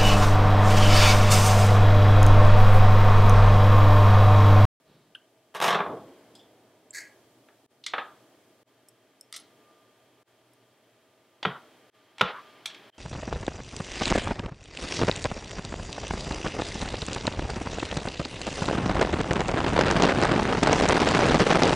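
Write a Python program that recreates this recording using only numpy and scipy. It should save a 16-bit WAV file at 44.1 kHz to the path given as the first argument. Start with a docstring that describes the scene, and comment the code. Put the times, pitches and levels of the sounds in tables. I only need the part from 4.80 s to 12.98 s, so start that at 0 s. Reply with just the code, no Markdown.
"""A wooden bench in a small room: wiring work, heard close up and nearly mono.
A utility knife clicks and clatters down, side cutters crunch through a cable, a plug and tools are handled,
and wire strippers snap shut twice. Hits are noise bursts and short impulses through object resonances, with
diffuse room tails; the crunch is a dense run of random breaks. Shaped noise and thin tones lie under it all,
and the level dips briefly a few times."""
import sys
import numpy as np
from scipy import signal
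from scipy.fft import rfft, irfft, next_fast_len
from scipy.io import wavfile
from scipy.ndimage import map_coordinates

SR = 44100
rng = np.random.default_rng(int(sys.argv[2]) if len(sys.argv) > 2 else 0)


def dump(signal):
    """Clip the signal to [-1, 1] and save it as 16-bit WAV at the path in sys.argv[1]."""
    limited = np.clip(np.atleast_2d(signal).T, -1, 1)
    pcm = np.round(limited * 32767).astype(np.int16)
    wavfile.write(sys.argv[1], SR, pcm)


N = 360738  # length in samples

# Knife clattering onto the bench: start_s, level_db, contact_s
KNIFE_KNOCKS = [(.742, -51.5, 0.033), (.748, -32.5, 0.13), (.764, -40.5, .06), (0.802, -31.5, 0.011),
                (.814, -26, 0.055), (0.823, -21.5, 0.099), (0.841, -21.5, .06), (.859, -23.5, 0.096),
                (0.879, -20, 0.092), (.905, -24, .06), (0.927, -23.5, 0.072), (0.946, -22, 0.063),
                (.988, -28, .06), (1.004, -25.5, 0.033), (1.062, -32.5, 0.048), (1.115, -39, .06)]
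# Colour of the knocks on wood: freq_hz, gain_db
BENCH_COLOUR = [(40, -40.5), (80, -30), (175, -0.5), (280, -14), (410, 0.5), (520, 0), (700, 3.5),
                (1100, 2.5), (1700, -3), (2500, -8), (3700, -11.5), (4600, -23.5), (5400, -24),
                (8000, -32.5), (13000, -36.5), (16000, -49)]
# Ringing of the bench: centre_hz, width_hz, gain_db
BENCH_MODES = [(412, 8.8, 1.5), (883, 27, -4), (1125, 87, 2.5), (1632, 41, 5)]
# Shaking of the bench top: peak_s, level_db, rise_db_per_s, fall_db_per_s
BENCH_RUMBLE = (1.1146, -34.5, 131, 116)
SETTLE_S = 0.86  # from here the knife settles on its handle and every knock is duller
KNIFE_TREBLE_DB, DULLING_DB_PER_S = 9.5, 56
KNIFE_EDGE_HZ, EDGE_OCTAVES_PER_S = 20600, 16.4  # upper edge of a knock; how fast it sinks
KNIFE_BASS_DB, DEEPENING_DB_PER_S = 1, 18  # bass as it starts to settle; its growth

# Strippers snapping shut as the insulation gives:
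# start_s, level_db, treble_db, room_db, thump_db, rustle_s
SNAPS = [(6.6514, -20.5, -30, -7.5, -27, .09), (7.4109, -14.5, -6, -9, -27, .13)]
# The snap and its quick echoes off the bench: delay_s, level_db
SNAP_ECHOES = [(0, 0), (.00205, -1), (.0036, 0.5), (.005, 1.5)]
# Colour of the snap: freq_hz, gain_db
STRIPPER_COLOUR = [(40, -25), (90, -11.5), (160, -2), (270, -12), (450, -7), (1250, 2.5), (2200, -6.5),
                   (3500, -3), (4300, -16.5), (6000, -22.5), (9000, -32.5), (12000, -31), (14000, -67.5)]
# Ringing of the strippers: pitch_hz, level_db, t60_s
STRIPPER_MODES = [(438, -13.5, 0.08), (507, -17, 0.22), (857, -13.5, 0.19), (1127, -8, 0.15),
                  (1280, -9, 0.068), (1855, -8, 0.069), (2480, -30, 0.14), (3260, -13, 0.19)]
# Jolt booming through bench and room: centre_hz, width_hz, gain_db
THUMP_MODES = [(82, 38, -14.5), (140.4, 11.2, -0.5), (180.2, 18, 1.5), (444, 40, -2)]
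# Hollow rustle after each snap, at last in one band:
# delay (in rustle lengths), level_db (over the snap), centre_hz, width_hz, treble_share (of the snap's treble_db)
RUSTLE_BANDS = [(.04, -14.5, 2780, 2528, 0.89), (.07, -15, 890, 1296, 0), (.7, -20, 1200, 703.7, 0)]

# Resonances of the cutters, body and edge: centre_hz, width_hz, gain_db
CUTTER_BODY = [(1652, 47, 9.5), (1950, 210, 3), (2164, 236, 1.5)]
CUTTER_EDGE = [(4390, 430, 2.5), (6800, 610, 1.5), (7980, 470, 1), (11670, 3000, -13)]
CUT_S, CUT_DB = 2.130, -41  # the cutters enter the cable; body level of the full squeeze
CUT_ENTRY_DB, CUT_ATTACK_S, CUT_HOLD_S, CUT_FALL_DB_PER_S = -19.5, .023, .05, 213
EDGE_DB, EDGE_FADE_DB_PER_S, EDGE_LEAST_DB = 4, 130, -10  # edge tone over the body of the cutters

# Plug housing tapped and knocked: start_s, level_db, contact_s
PLUG_KNOCKS = [(2.686, -56.5, 0.033), (3.136, -25, 0.04), (3.151, -37, 0.017), (3.181, -27, 0.052)]
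# Colour of the hollow housing: freq_hz, gain_db
HOUSING_COLOUR = [(60, -32), (450, -4.5), (780, 1.5), (1000, -2.5), (1250, 4.5), (1450, -3), (1650, 2.5),
                  (2100, -5), (2600, -6), (3050, -11), (3550, -8), (5000, -31), (7000, -49), (15000, -60)]

# Small clicks all list: start_s, level_db, contact_s, bass_db, treble_db
# Their resonances all list: centre_hz, width_octaves, gain_db
# Blade slider clicking into its notch
BLADE_CLICKS = [(.349, -40.5, 0.027, -3, 0.5)]
BLADE_RESONANCES = [(1560, 0.067, -3.5), (3040, 0.067, 1), (10100, 0.077, -29)]
# Cutters being picked up
HANDLE_CLICKS = [(1.551, -53, .025, 2, 2), (1.591, -57.5, 0.086, 0, -9)]
HANDLE_RESONANCES = [(3470, 0.071, 1.5), (5000, .08, -4), (8260, .45, -14)]
# Plug parts clicking and sliding apart
PART_CLICKS = [(3.063, -30.5, 0.022, -0.5, -2), (3.075, -43.5, 0.11, -16, -16.5), (4.526, -41, .006, -4, 7),
               (4.537, -39.5, 0.089, -9, -3), (4.562, -39, .03, -6, 7.5)]
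PART_RESONANCES = [(1230, 0.16, -2.5), (2090, 0.15, -0.5), (3410, 0.12, 2.5), (4730, 0.49, -3.5),
                   (8500, .4, -12)]
# Screwdriver tip touching the screws
SCREW_CLICKS = [(4.085, -54.5, .016, 0, 10), (4.41, -47.5, 0.006, 0, -1.5), (5.733, -67.5, .014, 0, 7)]
SCREW_RESONANCES = [(5330, 0.038, 5), (7850, .1, -3.5), (9600, .1, -0.5), (11800, .08, -3)]
# Stripper jaws biting before each snap, and springing open
JAW_CLICKS = [(6.628, -32.5, 0.022, 11, -8), (7.382, -44, .015, 4, 0), (7.394, -40, 0.073, 6, -8),
              (7.857, -30.5, .02, -10.5, 4.5), (7.9, -48, 0.028, -8, -4), (7.945, -46.5, .025, -20, -3)]
JAW_RESONANCES = [(850, 0.49, -7), (2000, 0.43, -1.5), (3260, 0.28, 0), (8500, .4, -24)]
# Tiny ticks of metal tips: start_s, level_db, pitch_hz, width_octaves, contact_s, room_db
METAL_TICKS = [(2.106, -45.5, 7470, 0.039, 0.0076, -15), (3.038, -45, 3740, .22, 0.023, -6.5),
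               (4.597, -54.5, 10400, .056, .048, -14), (8.124, -54, 3140, 0.026, .12, -6)]
CLICK_EDGE_HZ, CLICK_ONSET_S = 12200, 0.0011  # upper edge and soft onset of a click
EDGE_OCTAVES_PER_DB = .035  # brighter touches reach higher

# Fingers shifting on the cable: time_s, level_db
FINGER_RUB = [(.04, -80), (.08, -61), (.15, -60.5), (.24, -67), (.33, -70)]
# Colour of skin on the jacket: freq_hz, gain_db
SKIN_COLOUR = [(70, -23.5), (160, -5), (320, -12), (700, -22), (2500, -29.5), (4000, -25), (7000, -44),
               (16000, -50.5)]

# Colours of the room noise, low, middle and hiss: freq_hz, gain_db
LOW_COLOUR = [(25, -50), (55, -31), (85, -15), (118, -5), (165, -10), (210, -6), (280, 0), (450, -1),
              (540, -5), (630, -1), (760, -8), (1100, -15), (2000, -32), (4000, -60)]
MIDDLE_COLOUR = [(400, -39), (800, 4), (1200, -0.5), (1700, 2.5), (2600, -1), (3250, -2.5), (4000, -5.5),
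                 (5500, -12.5), (9000, -33.5)]
HISS_COLOUR = [(25, -22), (70, -10), (200, 1), (600, 2), (2000, -1), (4500, 0), (9000, -2), (13000, -5),
               (16000, -8)]
LOW_DB, HISS_DB = -67, -72  # room noise at rest
# Middle of the room noise at rest: time_s, level_db
MIDDLE_LEVEL = [(0, -74), (3.8, -75), (3.9, -71.5), (7.05, -70.5), (7.15, -66.5)]
# Noise swelling after loud sounds, then sinking until the next dip: start_s, low_db, middle_db, hiss_db
NOISE_SWELLS = [(.9, -50, -61.5, -62.5), (2.15, -60.5, -70, -66), (3.1, -58.5, -66, -65),
                (4.53, -61.5, -68, -69), (6.63, -58, -61.5, -66), (7.41, -56.5, -55.5, -66),
                (7.86, -58.5, -56.5, -68.5)]
SWELL_RISE_S, SWELL_FALL_DB_PER_S = 0.043, 12
WHINE_DB = -82  # a thin tone at rest
# Whine coming forward: peak_s, level_db, rise_db_per_s, fall_db_per_s
WHINE_SWELLS = [(4.9, -68.5, 60, 38), (6.8, -77.5, 25, 15), (7.65, -61, 56, 42)]
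# Decay of the room: freq_hz, t60_s
ROOM_DECAY = [(100, 0.21), (400, 0.34), (1200, 0.4), (2300, 0.22), (3500, 0.31), (6000, 0.2),
              (14000, 0.044)]
# Brief drops of the whole level: start_s
LEVEL_DIPS = [2.865, 3.833, 5.432, 7.101, 8.102]
TOP_HZ = 15800  # band limit


def knife(room_db=-4, bass_hz=450, treble_hz=3800, ring_db=-3, edge_db=20, sheen_db=8, sheen_hz=9000):
    """The knife rattles to rest, ever deeper and at last duller, and sets the bench top ringing and rumbling."""
    knocks = np.zeros(N)
    for start_s, level_db, contact_s in KNIFE_KNOCKS:
        settled_s = max(start_s - SETTLE_S, 0)
        bass_db = KNIFE_BASS_DB + DEEPENING_DB_PER_S * (start_s - SETTLE_S)
        treble_db = KNIFE_TREBLE_DB - DULLING_DB_PER_S * settled_s
        edge_hz = KNIFE_EDGE_HZ * 2 ** (-EDGE_OCTAVES_PER_S * settled_s)

        def colour_db(hz):
            wood = along(BENCH_COLOUR, hz)
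            tilt = bass_db * (1 - above(hz, bass_hz)) + treble_db * above(hz, treble_hz)
            top = sheen_db * above(hz, sheen_hz) - edge_db * above(hz, edge_hz)
            return wood + tilt + top + 3 * ripple(hz) * above(hz, 1500)

        knock = blow(coloured(contact(contact_s), colour_db))
        add(knocks, start_s, amp(level_db) * in_room(knock, room_db))
    ring = sum(resonant(knocks, [mode]) for mode in BENCH_MODES)
    rumble = swell(*BENCH_RUMBLE) * noise(LOW_COLOUR)
    return knocks + amp(ring_db) * ring + rumble


def strippers(rattle_db=-7, rattle_s=0.025, ring_db=-8, treble_hz=5800, thump_s=.12):
    """The jaws slam shut, echo off the bench, rattle and ring briefly; the jolt leaves a low thump."""
    out, t = np.zeros(N), np.arange(SR // 2) / SR
    for start_s, level_db, treble_db, room_db, thump_db, _ in SNAPS:
        impulses = np.zeros(len(t))
        for delay_s, echo_db in SNAP_ECHOES:
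            impulses[round(abs(delay_s) * SR)] -= amp(echo_db)
        rattle = amp(rattle_db) * contact(rattle_s)
        crack = blow(coloured(blow(impulses) + rattle, lambda hz: along(STRIPPER_COLOUR, hz)))
        ring = np.zeros(len(t))
        for pitch_hz, mode_db, t60_s in STRIPPER_MODES:
            varied_db = mode_db + rng.normal(0, 4.8)  # each snap excites the modes differently
            ring += amp(varied_db - 60 * t / t60_s) * np.sin(2 * np.pi * pitch_hz * t)
        snap = coloured(crack + amp(ring_db) * blow(ring), lambda hz: treble_db * above(hz, treble_hz))
        add(out, start_s, amp(level_db) * in_room(blow(snap), room_db))
        jolt = contact(thump_s) * (1 - np.exp(-t / 0.0045))  # soft onset
        add(out, start_s, amp(thump_db) * blow(resonant(jolt, THUMP_MODES)))
    return out


def snap_rustle(top_hz=4600):
    """A hollow rustle of banded noise swells and fades as each snap dies away."""
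    out = np.zeros(N)
    for start_s, snap_db, treble_db, _, _, rustle_s in SNAPS:
        shape = np.hanning(round(rustle_s * SR))
        for delay, level_db, centre_hz, width_hz, treble_share in RUSTLE_BANDS:
            band = [(centre_hz, width_hz, 0)]
            # twice through the band for steeper sides
            rustle = resonant(resonant(rng.standard_normal(len(shape)), band), band)
            rustle = filtered(rustle, lambda hz: 1 - above(hz ** 2, top_hz ** 2))
            gain = amp(snap_db + level_db + treble_share * treble_db)
            add(out, start_s + delay * rustle_s, gain * blow(shape * rustle))
    return out


def cutters(fibres_per_s=2500, room_db=-10):
    """The jacket tears in many tiny breaks that sound through the cutters; the edge tone fades as they sink in."""
    t = np.maximum(np.arange(N) / SR - CUT_S, 0)
    entry_db = CUT_ENTRY_DB * np.maximum(1 - t / CUT_ATTACK_S, 0)
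    fall_db = CUT_FALL_DB_PER_S * np.maximum(t - CUT_ATTACK_S - CUT_HOLD_S, 0)
    squeeze = amp(CUT_DB + entry_db - fall_db) * (t > 0)
    edge_db = np.maximum(EDGE_DB - EDGE_FADE_DB_PER_S * t, EDGE_LEAST_DB)
    breaks = (rng.random(N) < fibres_per_s / SR) * rng.standard_normal(N)
    breaks += 0.13 * rng.standard_normal(N)  # fine grain between the breaks
    body = unit(resonant(breaks, CUTTER_BODY))
    edge = amp(edge_db) * unit(resonant(breaks, CUTTER_EDGE))
    return in_room(squeeze * (body + edge), room_db)


def plug(room_db=-5):
    """The hollow housing knocks and bounces, each contact coloured by its shell."""
    out = np.zeros(N)
    for start_s, level_db, contact_s in PLUG_KNOCKS:
        knock = blow(coloured(contact(contact_s), lambda hz: along(HOUSING_COLOUR, hz)))
        add(out, start_s, amp(level_db) * in_room(knock, room_db))
    return out


def handling():
    """Knife blade, cutter handles, plug parts, screws and stripper jaws click in the hands."""
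    knife_and_cutters = (clicks(BLADE_CLICKS, BLADE_RESONANCES, room_db=-14.5)
                         + clicks(HANDLE_CLICKS, HANDLE_RESONANCES, room_db=0))
    plug_work = (clicks(PART_CLICKS, PART_RESONANCES, room_db=-6)
                 + clicks(SCREW_CLICKS, SCREW_RESONANCES, room_db=-13))
    return knife_and_cutters + plug_work + clicks(JAW_CLICKS, JAW_RESONANCES, room_db=-4.5)


def clicks(rows, resonances, room_db):
    """One object is touched at several moments; each touch has its own strength and brightness."""
    out = np.zeros(N)
    for start_s, level_db, contact_s, bass_db, treble_db in rows:
        click = light_contact(resonances, contact_s, room_db, bass_db, treble_db)
        add(out, start_s, amp(level_db) * click)
    return out


def ticks(pan_db=-1.5):
    """Each tiny metal part ticks at one pitch, a little to the right."""
    out = np.zeros(N)
    for start_s, level_db, pitch_hz, width_octaves, contact_s, room_db in METAL_TICKS:
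        tick = light_contact([(pitch_hz, width_octaves, 0)], contact_s, room_db)
        add(out, start_s, amp(level_db) * tick)
    return out * amp([[pan_db / 2], [-pan_db / 2]])


def light_contact(resonances, contact_s, room_db, bass_db=0, treble_db=0,
                  bass_hz=1400, treble_hz=6000, edge_db=22, ripple_db=3.0):
    """A small part answers a short contact with its cluster of resonances."""
    edge_hz = CLICK_EDGE_HZ * 2 ** (EDGE_OCTAVES_PER_DB * treble_db)

    def colour_db(hz):
        power = 0
        for centre_hz, width_octaves, gain_db in resonances:
            distance = np.log2((hz + 1) / centre_hz) / width_octaves
            power = power + (amp(gain_db) / (1 + distance ** 2 / 2)) ** 2
        tilt = bass_db * (1 - above(hz, bass_hz)) + treble_db * above(hz, treble_hz)
        edge = edge_db * above(hz ** 2, edge_hz ** 2)  # squared: a steeper step
        return 10 * np.log10(power) + tilt - edge + ripple_db * ripple(hz)

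    soft_onset = 1 - np.exp(-np.arange(SR // 2) / SR / CLICK_ONSET_S)
    return in_room(blow(coloured(contact(contact_s) * soft_onset, colour_db)), room_db)


def fingers():
    """Skin slides softly over the cable jacket: shaped noise under a drawn level."""
    touching = np.arange(N) / SR < FINGER_RUB[-1][0]
    return touching * amp(curves(FINGER_RUB)[0]) * noise(SKIN_COLOUR)


def room_noise(hum_hz=119, hum_db=-79, whine_hz=1200, buzz_hz=3200, buzz_db=-9):
    """Low rumble, hum, faint drone, high buzz and thin whine in the middle; each channel has its own hiss."""
    low, middle, hiss = noise_gains()
    buzz = amp(buzz_db) * narrow(buzz_hz, 150)
    air = low * noise(LOW_COLOUR) + middle * (noise(MIDDLE_COLOUR) + buzz)
    hum = amp(hum_db) * narrow(hum_hz, 6.4)
    drone = amp(-75) * narrow(638, 12)
    steady = np.sqrt(2) * np.sin(2 * np.pi * whine_hz * np.arange(N) / SR)
    whine_gain = amp(WHINE_DB) + sum(swell(*row) for row in WHINE_SWELLS)
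    whine = whine_gain * unit(steady + narrow(whine_hz, 11) / 2)
    return air + drone + whine + hum + hiss * np.array([noise(HISS_COLOUR), noise(HISS_COLOUR)])


def noise_gains():
    """Gains of low, middle and hiss: resting power plus listed swells, each cut off at the next dip."""
    t = np.arange(N) / SR
    power = amp(np.broadcast_arrays(LOW_DB, curves(MIDDLE_LEVEL)[0], HISS_DB)) ** 2
    for start_s, *levels_db in NOISE_SWELLS:
        age = np.maximum(t - start_s, 0)
        next_dip_s = min(dip_s for dip_s in LEVEL_DIPS if dip_s > start_s)
        rise = 1 - np.exp(-age / SWELL_RISE_S)
        shape = rise * amp(-SWELL_FALL_DB_PER_S * age) * (t < next_dip_s)
        power = power + np.outer(amp(levels_db), shape) ** 2
    return np.sqrt(power)


def contact(length_s):
    """A dying burst of micro-impacts with an even spectrum, in a half-second buffer."""
    t = np.arange(SR // 2) / SR
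    fade = amp(-30 * t / length_s)
    spectrum = rfft(rng.standard_normal(len(t)) * fade)
    even = irfft(spectrum / np.abs(spectrum), len(t))
    return blow(even * np.sqrt(fade))


def in_room(x, room_db, build_s=0.0032):
    """A sound plus its own diffuse tail of noise, each frequency dying at its own rate."""
    hz, t, z = signal.stft(rng.standard_normal(SR // 2), SR, nperseg=256)
    decay = amp(-60 * t / along(ROOM_DECAY, hz)[:, None])
    tail = signal.istft(z * decay, SR, nperseg=256)[1]
    tail *= 1 - np.exp(-(np.arange(len(tail)) / SR / build_s) ** 2)
    # room_db 0 gives the tail a fifth of unit energy below SR / 10
    middle = filtered(tail, lambda hz: hz < SR / 10)
    tail = tail / np.linalg.norm(middle) / np.sqrt(5)
    return x + amp(room_db) * signal.fftconvolve(x, tail)[:len(x)]


def resonant(x, peaks):
    """x through a few (centre_hz, width_hz, gain_db) resonances of alternating sign."""
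    def response(f):
        total = 0
        for k, (centre, width, gain_db) in enumerate(peaks):
            peak = 1j * f * width / (centre * centre - f * f + 1j * f * width)
            total = total + (-1) ** k * amp(gain_db) * peak
        return total

    return filtered(x, response)


def ripple(hz, spacing_hz=260):
    """Every contact point favours other resonances: a random curve over frequency from unit-variance points."""
    return map_coordinates(rng.standard_normal(256), [hz / spacing_hz], mode="mirror")


def noise(spectrum):
    """Noise of rms 1 with a (freq_hz, gain_db) spectrum."""
    return unit(filtered(rng.standard_normal(N), lambda hz: amp(along(spectrum, hz))))


def narrow(centre_hz, width_hz):
    """A wavering tone of rms 1, from narrow-band noise."""
    return unit(filtered(rng.standard_normal(N), lambda hz: 1 / (1 + ((hz - centre_hz) / width_hz) ** 2)))


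def swell(peak_s, level_db, rise, fall):
    """A gain that climbs to a peak and sinks again, at steady dB per second."""
    t = np.arange(N) / SR - peak_s
    return amp(level_db - np.maximum(-t * abs(rise), t * abs(fall)))


def coloured(x, gain_db, size=4096):
    """x through a causal minimum-phase filter with the given dB over frequency."""
    cepstrum = irfft(np.log(amp(gain_db(np.fft.rfftfreq(size, 1 / SR))) + 1e-6))
    # folding the cepstrum forward makes the filter causal
    cepstrum[1:size // 2] *= 2
    cepstrum[size // 2 + 1:] = 0
    return signal.fftconvolve(x, irfft(np.exp(rfft(cepstrum))))[:len(x)]


def filtered(x, response):
    """x times a response of frequency."""
    n = x.shape[-1]
    m = next_fast_len(n + SR // 4)
    return irfft(rfft(x, m) * response(np.fft.rfftfreq(m, 1 / SR)), m)[..., :n]


def above(hz, corner_hz):
    """A smooth step from 0 to 1 around a corner."""
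    return hz ** 4 / (hz ** 4 + corner_hz ** 4)


def along(points, hz):
    """(freq_hz, value) points joined on a log frequency axis."""
    f, v = np.transpose(points)
    return np.interp(np.log(hz + 1), np.log(f), v)


def curves(rows):
    """One value per sample for each column after the time."""
    s, *cols = np.transpose(rows)
    return [np.interp(np.arange(N) / SR, s, c) for c in cols]


def amp(db):
    """Decibels to amplitude."""
    return 10 ** (np.asarray(db) / 20)


def unit(x):
    """Scale to rms 1."""
    return x / np.sqrt(np.mean(x ** 2) + 1e-20)


def blow(x):
    """Scale a hit so that its energy equals rms 1 for 10 ms."""
    return x / np.linalg.norm(x) * np.sqrt(SR / 100)


def add(track, start_s, x):
    """Mix x into the track at a time."""
    part = track[..., round(start_s * SR):][..., :x.shape[-1]]
    part += x[..., :part.shape[-1]]


def spread(x, side_db, delay_s=.003):
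    """A faint early reflection has opposite sign in the two channels."""
    side = amp(side_db) * filtered(x, lambda hz: np.exp(-2j * np.pi * hz * delay_s))
    return np.array([x + side, x - side])


def scene():
    """The work sits in the middle; the small clicks are a little wider and the ticks a little to the right."""
    work = knife() + strippers() + snap_rustle() + cutters() + plug() + fingers()
    return work + spread(handling(), side_db=-22) + ticks() + room_noise()


def record(dry, dip_db=-23, hold_s=0.0068, recovery_s=0.042):
    """The level dips briefly a few times; nothing is kept above the band limit."""
    t = np.arange(N) / SR
    gain_db = np.zeros(N)
    for start_s in LEVEL_DIPS:
        corners_s = [-.001, 0, hold_s, hold_s + recovery_s]
        gain_db += np.interp(t - start_s, corners_s, [0, dip_db, dip_db, 0])
    return filtered(dry * amp(gain_db), lambda hz: hz < TOP_HZ)


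dry = scene()
out = record(dry)
dump(out)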